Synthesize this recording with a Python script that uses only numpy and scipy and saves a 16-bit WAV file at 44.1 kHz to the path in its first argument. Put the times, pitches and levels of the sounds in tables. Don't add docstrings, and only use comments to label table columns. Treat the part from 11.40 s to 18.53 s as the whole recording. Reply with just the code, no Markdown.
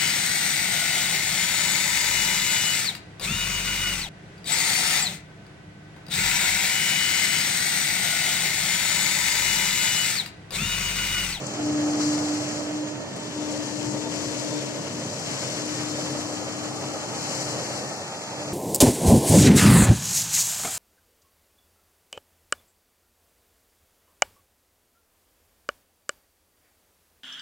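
import sys
import numpy as np
from scipy import signal
from scipy.fft import rfft, irfft
from scipy.io import wavfile

SR = 44100
rng = np.random.default_rng(int(sys.argv[2]) if len(sys.argv) > 2 else 0)


def persist_wave(psi):
    counts = np.round(np.clip(psi, -1, 1) * 32767).astype(np.int16)
    wavfile.write(sys.argv[1], SR, np.atleast_2d(counts).T)


N = 314433
TIME = np.arange(N) / SR
HZ = np.fft.rfftfreq(N, 1 / SR)

# (frequency [Hz], left lead [rad])
MIC_LEAD = [(100, 0), (800, -0.2), (1400, -0.03), (2000, -1.87), (2700, -2.4), (3200, -2.75), (3450, -3.1),
            (3680, -3.17), (3900, -4.1), (4100, -4.4), (4600, -6.5), (5400, -6.5), (6400, -4.5)]
# (time [s], level [dB])
SUCTION_LEVEL = [(0.0, -45), (0.09, -42.5), (0.15, -42.5), (0.45, -39.5), (0.56, -39.5), (0.64, -34.5),
                 (0.8, -37), (1.0, -37.5), (1.07, -37), (1.28, -42), (1.68, -46.5), (1.82, -43.5),
                 (1.9, -44), (2.04, -41), (2.12, -40.5), (2.2, -41), (2.3, -40), (2.4, -41), (2.5, -39.5),
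                 (2.68, -42.5), (2.74, -37.5), (2.98, -37.5), (3.07, -38), (3.17, -39), (3.25, -39.5),
                 (3.42, -41.3), (3.77, -40), (3.87, -37.5), (3.99, -36.5), (4.65, -38), (5.16, -41.5),
                 (5.72, -40.5), (5.8, -36.5), (5.97, -35), (6.2, -38), (6.38, -38.5), (6.55, -41),
                 (6.75, -42), (7.11, -40.5)]
# (frequency [Hz], level [dB])
HISS_SPECTRUM = [(2000,-7.5), (3600,-34), (3950,-2.5), (4300,-0.5), (5200,1.5), (7000,2), (7850,1),
                 (8200,-11), (9000,-11), (10200,-16), (11200,-22), (13300,-25), (14500,-34)]
# (frequency [Hz], left-right [dB])
HISS_BALANCE = [(3300, 18), (3750, -10), (4000, 5.5), (4600, 4), (6000, 8.5), (7600, 8)]


def gain_of(db):
    return 10 ** (np.asarray(db) / 20)


def unit_rms(x):
    return x / np.sqrt(np.mean(x ** 2) + 1e-20)


def curves(rows):
    times_s, *columns = np.transpose(rows)
    return [np.interp(TIME, times_s, c) for c in columns]


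def per_bin(points):
    hz, value = np.transpose(points)
    return np.interp(np.log(HZ + 1), np.log(hz + 1), value)


def colour(points):
    hz = np.transpose(points)[0]
    octaves_out = abs(np.log2((HZ + 1) / np.clip(HZ + 1, hz[0], hz[-1])))
    return per_bin(points) - 20 * octaves_out


def peak_db(centre_hz, half_width_hz):
    return -20 * np.log10(1 + ((HZ - centre_hz) / half_width_hz) ** 2)


def wander(rate_hz):
    return unit_rms(irfft(rfft(rng.standard_normal(N)) / (1 + (HZ / rate_hz) ** 4), N))


def pan(side_db):
    gains = gain_of(np.array([side_db, -side_db]) / 2).reshape(2, -1)
    return gains / np.sqrt(np.mean(gains ** 2, 0))


def turbulence():
    return rng.standard_normal((2, N))


def at_mics(drive, colour_db, side_db):
    # (frequency [Hz], coherence [0-1])
    mic_coherence = [(30, 0.6), (70, .98), (160, .98), (300, .88), (550, 0.86), (750, 0.74), (1100, .62),
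                     (1500, 0.15), (2000, 0.35), (2700, 0.55), (3200, 0.8), (3400, 1), (3850, 1),
                     (4100, 0.15), (7500, 0.5), (8300, 0.05)]
    coherence = np.clip(per_bin(mic_coherence), 0, 1)
    left, other = rfft(drive)
    right = (coherence * left + np.sqrt(1 - coherence ** 2) * other) * np.exp(-1j * per_bin(MIC_LEAD))
    return unit_rms(irfft(np.array([left, right]) * gain_of(colour_db) * pan(side_db), N))


def room(x, wet_db=-15, t60_s=0.3):
    t = TIME[:round(t60_s * SR)]
    tail = rng.standard_normal(len(t)) * np.exp(-np.log(1000) * t / t60_s)
    return x + gain_of(wet_db) * signal.oaconvolve(x, tail[None] / np.linalg.norm(tail))[:, :N]


def motor(whine_db=-3.5, jitter_hz=0.14, shake_db=1.2, fade_db=2.8, ripple_rad=0.56, ripple_hz=100):
    # (time [s], shaft rate [Hz])
    shaft_rate = [(0.0, 299.4), (0.72, 298.5), (1.05, 299.3), (1.4, 301.3), (1.74, 302.1), (1.85, 299.7),
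                  (2.1, 299.6), (2.45, 300.3), (4.02, 300.7), (4.41, 302.4), (5.85, 301.3), (6.48, 302.5),
                  (7.11, 301.2)]
    # (time [s], left [dB], right [dB])
    hum_levels = [(0.0, -46, -37), (0.1, -44, -48), (0.24, -26, -27.5), (0.63, -23, -23), (0.9, -27.5, -26),
                  (1.15, -37, -32), (1.38, -28.5, -29.5), (1.58, -48, -33.5), (1.74, -40.5, -54),
                  (1.85, -52, -37), (1.98, -31, -36.5), (2.1, -28, -35), (2.27, -32.5, -50),
                  (2.55, -27.5, -38), (2.75, -31.5, -48), (3.02, -33, -40), (3.15, -28.5, -39),
                  (3.45, -41, -50), (3.6, -35.5, -43), (3.75, -56, -58), (3.88, -36.5, -48),
                  (3.98, -42, -56), (4.1, -40, -52), (4.27, -31, -38), (4.62, -31.5, -40.5),
                  (5.1, -34.5, -49), (5.52, -35.5, -50), (5.65, -44.5, -40.5), (6.06, -36.5, -42),
                  (6.5, -45.5, -50), (6.72, -58, -52), (6.93, -49, -45), (7.11, -40, -36.5)]
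    # (time [s], left lead [rad])
    hum_lead = [(0, 0.4), (.75, 0.27), (1.25, 0.5), (1.53, 0.5), (1.65, 3.5), (1.87, 1), (1.94, 0.3),
                (2.2, -2), (2.3, 1), (2.68, 0.7), (2.78, -1), (3.05, -1.5), (3.3, -2), (3.58, -1.0),
                (3.7, 2), (4.05, 2.6), (4.2, -0.9), (4.75, 0.1), (5.6, -1.7), (6.1, -1.0), (6.5, -1.8),
                (7.13, -0.3)]
    whine_orders = { 3: [(0, -58, -59), (.35, -58, -55), (.7, -47, -66), (1.1, -55, -62), (1.35, -48, -68),
                    (1.6, -43, -49.5), (1.87, -51, -63), (2.25, -47, -44), (2.65, -41, -45),
                    (2.85, -56, -56), (3.08, -45.5, -52), (3.4, -49, -60), (4.0, -55, -54),
                    (4.35, -61, -64), (4.6, -48, -49), (5.35, -65, -66), (5.6, -51, -48), (6.0, -47, -47),
                    (6.25, -57, -50), (6.75, -47, -45), (7.13, -49, -52)], 6: [(0, -64, -64),
                    (.3, -54, -51), (.5, -55, -51), (.7, -56, -45), (.95, -59, -64), (1.2, -56, -53),
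                    (1.35, -50, -52), (1.7, -49, -45), (1.95, -58, -57), (2.35, -45, -57), (2.65, -55, -64),
                    (3.15, -63, -62), (3.55, -49, -52), (4.1, -75, -58), (4.4, -53, -46), (4.7, -58, -51),
                    (5.0, -63, -66), (5.7, -62, -64), (6.1, -48, -47), (6.45, -46, -51), (6.7, -51, -67),
                    (7.13, -62, -55)], 12: [(0.05, -54, -56), (.3, -53, -51), (.7, -49, -46),
                    (1.25, -47, -59), (1.52, -56, -62), (1.78, -47, -50.5), (2.0, -47, -62),
                    (2.38, -61, -62), (2.6, -48.5, -48.5), (2.85, -47, -49), (3.12, -43, -54),
                    (3.42, -64, -58), (3.65, -48.5, -49), (4.15, -47, -52), (4.5, -44, -48),
                    (4.8, -49, -57), (5.17, -66, -63), (5.47, -50, -50), (5.8, -63, -63), (6.25, -62, -60),
                    (6.5, -53, -49.5), (6.72, -63, -60)], 22: [(0, -59, -47), (.5, -41, -41),
                    (.78, -52, -44), (1.08, -45, -42), (1.3, -50, -50), (1.48, -44, -51), (1.8, -54, -56),
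                    (2.13, -46, -51), (2.3, -52, -52), (2.52, -39.5, -63), (2.8, -50, -56),
                    (2.95, -43, -48), (3.12, -53, -58), (3.45, -48, -54), (3.95, -44, -54),
                    (4.45, -50, -54), (4.75, -49, -46), (5.3, -45, -56), (5.8, -46, -64), (6.15, -50, -63),
                    (6.4, -50, -58), (7.13, -46, -50)]}
    shaft_hz, = curves(shaft_rate)
    angle = 2 * np.pi * np.cumsum(shaft_hz + jitter_hz * wander(18.4)) / SR
    lead_rad, = curves(hum_lead)
    hum_db = np.array(curves(hum_levels)) + shake_db * wander(17.0)
    hum = gain_of(hum_db) * np.cos([angle, angle - lead_rad])
    ripple = ripple_rad * np.sin(2 * np.pi * ripple_hz * TIME)
    whine = np.zeros((2, N))
    for order, levels in whine_orders.items():
        phase = order * angle + ripple * (order / max(whine_orders)) ** 2
        lag_rad = np.interp(order * shaft_hz.mean(), HZ, per_bin(MIC_LEAD))
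        line_db = np.array(curves(levels)) + whine_db + fade_db * wander(8.4)
        whine += gain_of(line_db) * np.cos([phase, phase - lag_rad])
    return np.sqrt(2) * (hum + whine)


def brush(level_db=2.5, lumpy_db=0.5, lumpy_hz=5.1):
    # (centre [Hz], width [Hz], lift [dB])
    resonances = [(135, 4.2, 4.5), (170.3, 11, 6.5), (209.6, 7.8, 5), (239.4, 7.1, 5), (252, 8.7, -0.5),
                  (266, 4.2, 4), (350.3, 10, 6.5)]
    # (frequency [Hz], level [dB])
    rumble_spectrum = [(20.0, -32), (55.0, -30), (72.0, -25.5), (95.0, -8.5), (135.0, 0.5), (160.0, -7.5),
                       (250.0, -6), (370.0, -10.5), (460.0, -9.5), (700.0, -31)]
    # (frequency [Hz], left-right [dB])
    rumble_balance = [(60, 1.1), (350, 1.3)]
    # (time [s], level [dB])
    rumble_level = [(0.0, -41), (0.3, -37), (0.7, -38), (1.2, -39), (1.55, -43), (1.75, -39), (2.25, -40.5),
                    (2.5, -37.5), (3.3, -40.5), (3.65, -38), (4.2, -40), (5.0, -39.5), (5.6, -41.5),
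                    (6.05, -40), (6.4, -39.5), (6.75, -45), (7.13, -42.5)]
    # (frequency [Hz], level [dB])
    mains_lines = [(100, -57.5), (200, -57)]
    lift_db = sum(db / (1 + (2 * (HZ - hz) / width_hz) ** 2) for hz, width_hz, db in resonances)
    rumble = at_mics(turbulence(), colour(rumble_spectrum) + lift_db, per_bin(rumble_balance))
    press_db, = curves(rumble_level)
    mains = sum(gain_of(db) * unit_rms(np.sin(2 * np.pi * (hz * TIME + rng.random())))
                for hz, db in mains_lines)
    return rumble * gain_of(press_db + level_db + lumpy_db * wander(lumpy_hz)) + mains


def airflow(duct_db=-40.5, usual_suction_db=-40.5, rush_db_per_db=0.57, buffet_db=1.28):
    # (time [s], howl [dB], roar and howl left-right [dB],
    # rush left-right [dB])
    position = [(0.0, -44, -8, -4), (0.51, -38.5, -7.5, -5), (1.71, -47, -9, -3), (2.1, -47, -3, 2),
                (2.25, -48.5, -2.5, -0.5), (3.18, -50, -2.5, 2), (3.42, -49, -4, 1),
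                (5.31, -41, -0.5, -4.5), (6.51, -41.5, -1.5, -3), (7.11, -42, -0.5, -3.5)]
    # (time [s], level [dB])
    roar_level = [(0.0, -40.5), (0.35, -37.5), (0.65, -37), (1.2, -39.5), (1.6, -38.5), (1.9, -40.5),
                  (2.14, -36), (2.3, -42), (2.58, -36.5), (3.1, -38), (3.4, -38.5), (4.0, -37.5),
                  (4.43, -41), (4.6, -37.5), (5.3, -39.5), (5.95, -37.5), (6.4, -36.5), (6.7, -42.5),
                  (7.0, -37), (7.13, -38)]
    # (frequency [Hz], left-right [dB])
    air_balance = [(400, -3), (520, 2.5), (620, -2.5), (760, -1.5), (900, 1.5), (1050, -4.5), (1300, -0.5),
                   (1600, -3), (2200, 1.5), (3500, 1)]
    # (frequency [Hz], level [dB])
    roar_spectrum = [(250,-12.5), (380,-8), (460,-4.5), (550,-1), (590,0.5), (625,-2.5), (680,-5),
                     (800,-23.5), (950,-10), (1200,-21), (2000,-68)]
    howl_spectrum = [(560, -46), (690, -1.5), (770, 3.5), (860, 0.5), (980, -15), (1120, -8.5),
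                     (1290, -4.5), (1550, -15.5)]
    rush_spectrum = [(600,-17), (850,-1), (1050,0), (1300,-1), (1650,-0.5), (1950,-0.5), (2200,0),
                     (2800,-1), (3400,0), (4000,-6), (6000,-14)]
    howl_db, tank_side_db, duct_side_db = curves(position)
    roar_db, = curves(roar_level)
    suction_db, = curves(SUCTION_LEVEL)
    rush_db = duct_db + rush_db_per_db * (suction_db - usual_suction_db)
    side_db = per_bin(air_balance)
    roar = at_mics(turbulence(), colour(roar_spectrum), side_db) * gain_of(roar_db)
    howl = at_mics(turbulence(), colour(howl_spectrum), side_db) * gain_of(howl_db)
    rush = at_mics(turbulence(), colour(rush_spectrum), side_db) * gain_of(rush_db)
    tank = (roar + howl) * pan(tank_side_db + 0.4) * gain_of(buffet_db * wander(22))
    ducts = rush * pan(duct_side_db + 2.0) * gain_of(buffet_db * wander(22))
    return room(tank + ducts)


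def cavities():
    # (nearest at [s], half-span [s], level [dB], centre [Hz], half-width [Hz], left-right [dB])
    hollows = [(0.7, 1, -42, 606, 24, -6), (2.7, 0.37, -50, 922, 37, -4), (3.2, 2.2, -51.5, 589, 23, -10),
               (5.2, 0.55, -46.5, 1220, 140, -4), (5.95, 0.73, -45, 783, 38, -3)]
    out = np.zeros((2, N))
    for nearest_s, half_span_s, db, hz, half_width_hz, side_db in hollows:
        drone = at_mics(turbulence(), peak_db(hz, half_width_hz), side_db)
        out += drone * gain_of(db) / (1 + ((TIME - nearest_s) / half_span_s) ** 2)
    return out


def suction(level_db=3.0, flutter_db=0.68, drops_per_s=1800, drop_spread_db=4.5, spray_db=-8,
            fizz_hz=8300, fizz_start_db=-0.45, fizz_db_per_s=0.59):
    # (time [s], left-right [dB])
    shoe_balance = [(0, 2), (1.1, 0), (1.6, -3.5), (2.15, 1), (2.75, 2.5), (3.3, -0.5), (4.1, 0),
                    (5.5, -0.5), (6.3, -0.5), (6.8, -4)]
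    drop_sizes = gain_of(drop_spread_db * np.minimum(rng.exponential(1, (2, N)), 4))
    signs = rng.choice([-1, 1], (2, N))
    bursts = rng.random((2, N)) < drops_per_s / SR
    spray = gain_of(spray_db) * unit_rms(drop_sizes * signs * bursts)
    hiss = at_mics(turbulence() + spray, colour(HISS_SPECTRUM), per_bin(HISS_BALANCE))
    fizz = irfft(rfft(hiss) * (HZ > fizz_hz), N)
    hiss += fizz * (gain_of(fizz_start_db + fizz_db_per_s * TIME) - 1)
    seal_db, = curves(SUCTION_LEVEL)
    side_db, = curves(shoe_balance)
    return hiss * pan(side_db) * gain_of(seal_db + level_db + flutter_db * wander(23))


def spits(rise_s=0.002):
    # (time [s], level [dB], centre [Hz], half-width [Hz], decay [s])
    slugs = [(0.065, -28, 7000, 1700, 0.009), (0.112, -46, 5800, 2500, .014),
             (0.610, -30, 5160, 2500, 0.04), (1.737, -34, 7450, 400, .003), (1.761, -36, 8000, 4000, .011),
             (1.798, -30, 7900, 300, 0.0032), (2.112, -35, 6500, 3500, 0.025)]
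    out = np.zeros((2, N))
    for start_s, db, hz, half_width_hz, decay_s in slugs:
        age_s = np.maximum(TIME - start_s, 0)
        spectrum_db = colour(HISS_SPECTRUM) / 2 + peak_db(hz, half_width_hz)
        spurt = at_mics(turbulence(), spectrum_db, per_bin(HISS_BALANCE))
        out += spurt * gain_of(db) * (1 - np.exp(-age_s / rise_s)) * np.exp(-age_s / decay_s)
    return out


def scene():
    return motor() + brush() + airflow() + cavities() + suction() + spits()


def record(dry, band_top_hz=3830, skirt_hz=40, cutoff_hz=14300):
    # (frequency [Hz], gain [dB])
    right_response = [(7700, -0.5), (8000, -17), (8300, -20), (9200, -10.5), (13000, -7.5)]
    # (time [s], lower edge [Hz], gain of shared part [dB])
    fading_band = [(0, 3280, -23), (1.7, 3430, -16), (2.0, 3400, -1), (4.6, 3340, 2), (5.1, 3300, -29),
                   (6.1, 3260, -15), (6.5, 2800, -17)]
    right = irfft(rfft(dry[1]) * gain_of(per_bin(right_response)), N)
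    mics = np.array([dry[0], right])
    hz, frames_s, shared = signal.stft(mics.mean(0), SR, nperseg=1024)
    hz = hz[:, None]
    low_hz, shared_db = (np.interp(frames_s, TIME, c) for c in curves(fading_band))
    in_band = (np.tanh((hz - low_hz) / skirt_hz) - np.tanh((hz - band_top_hz) / skirt_hz)) / 2
    mics += signal.istft(shared * (gain_of(in_band * shared_db) - 1), SR)[1][:N]
    lowpass = signal.firwin(511, cutoff_hz, window=("kaiser", 9), fs=SR)
    return signal.oaconvolve(mics, lowpass[None], "same")


dry = scene()
out = record(dry)
persist_wave(out)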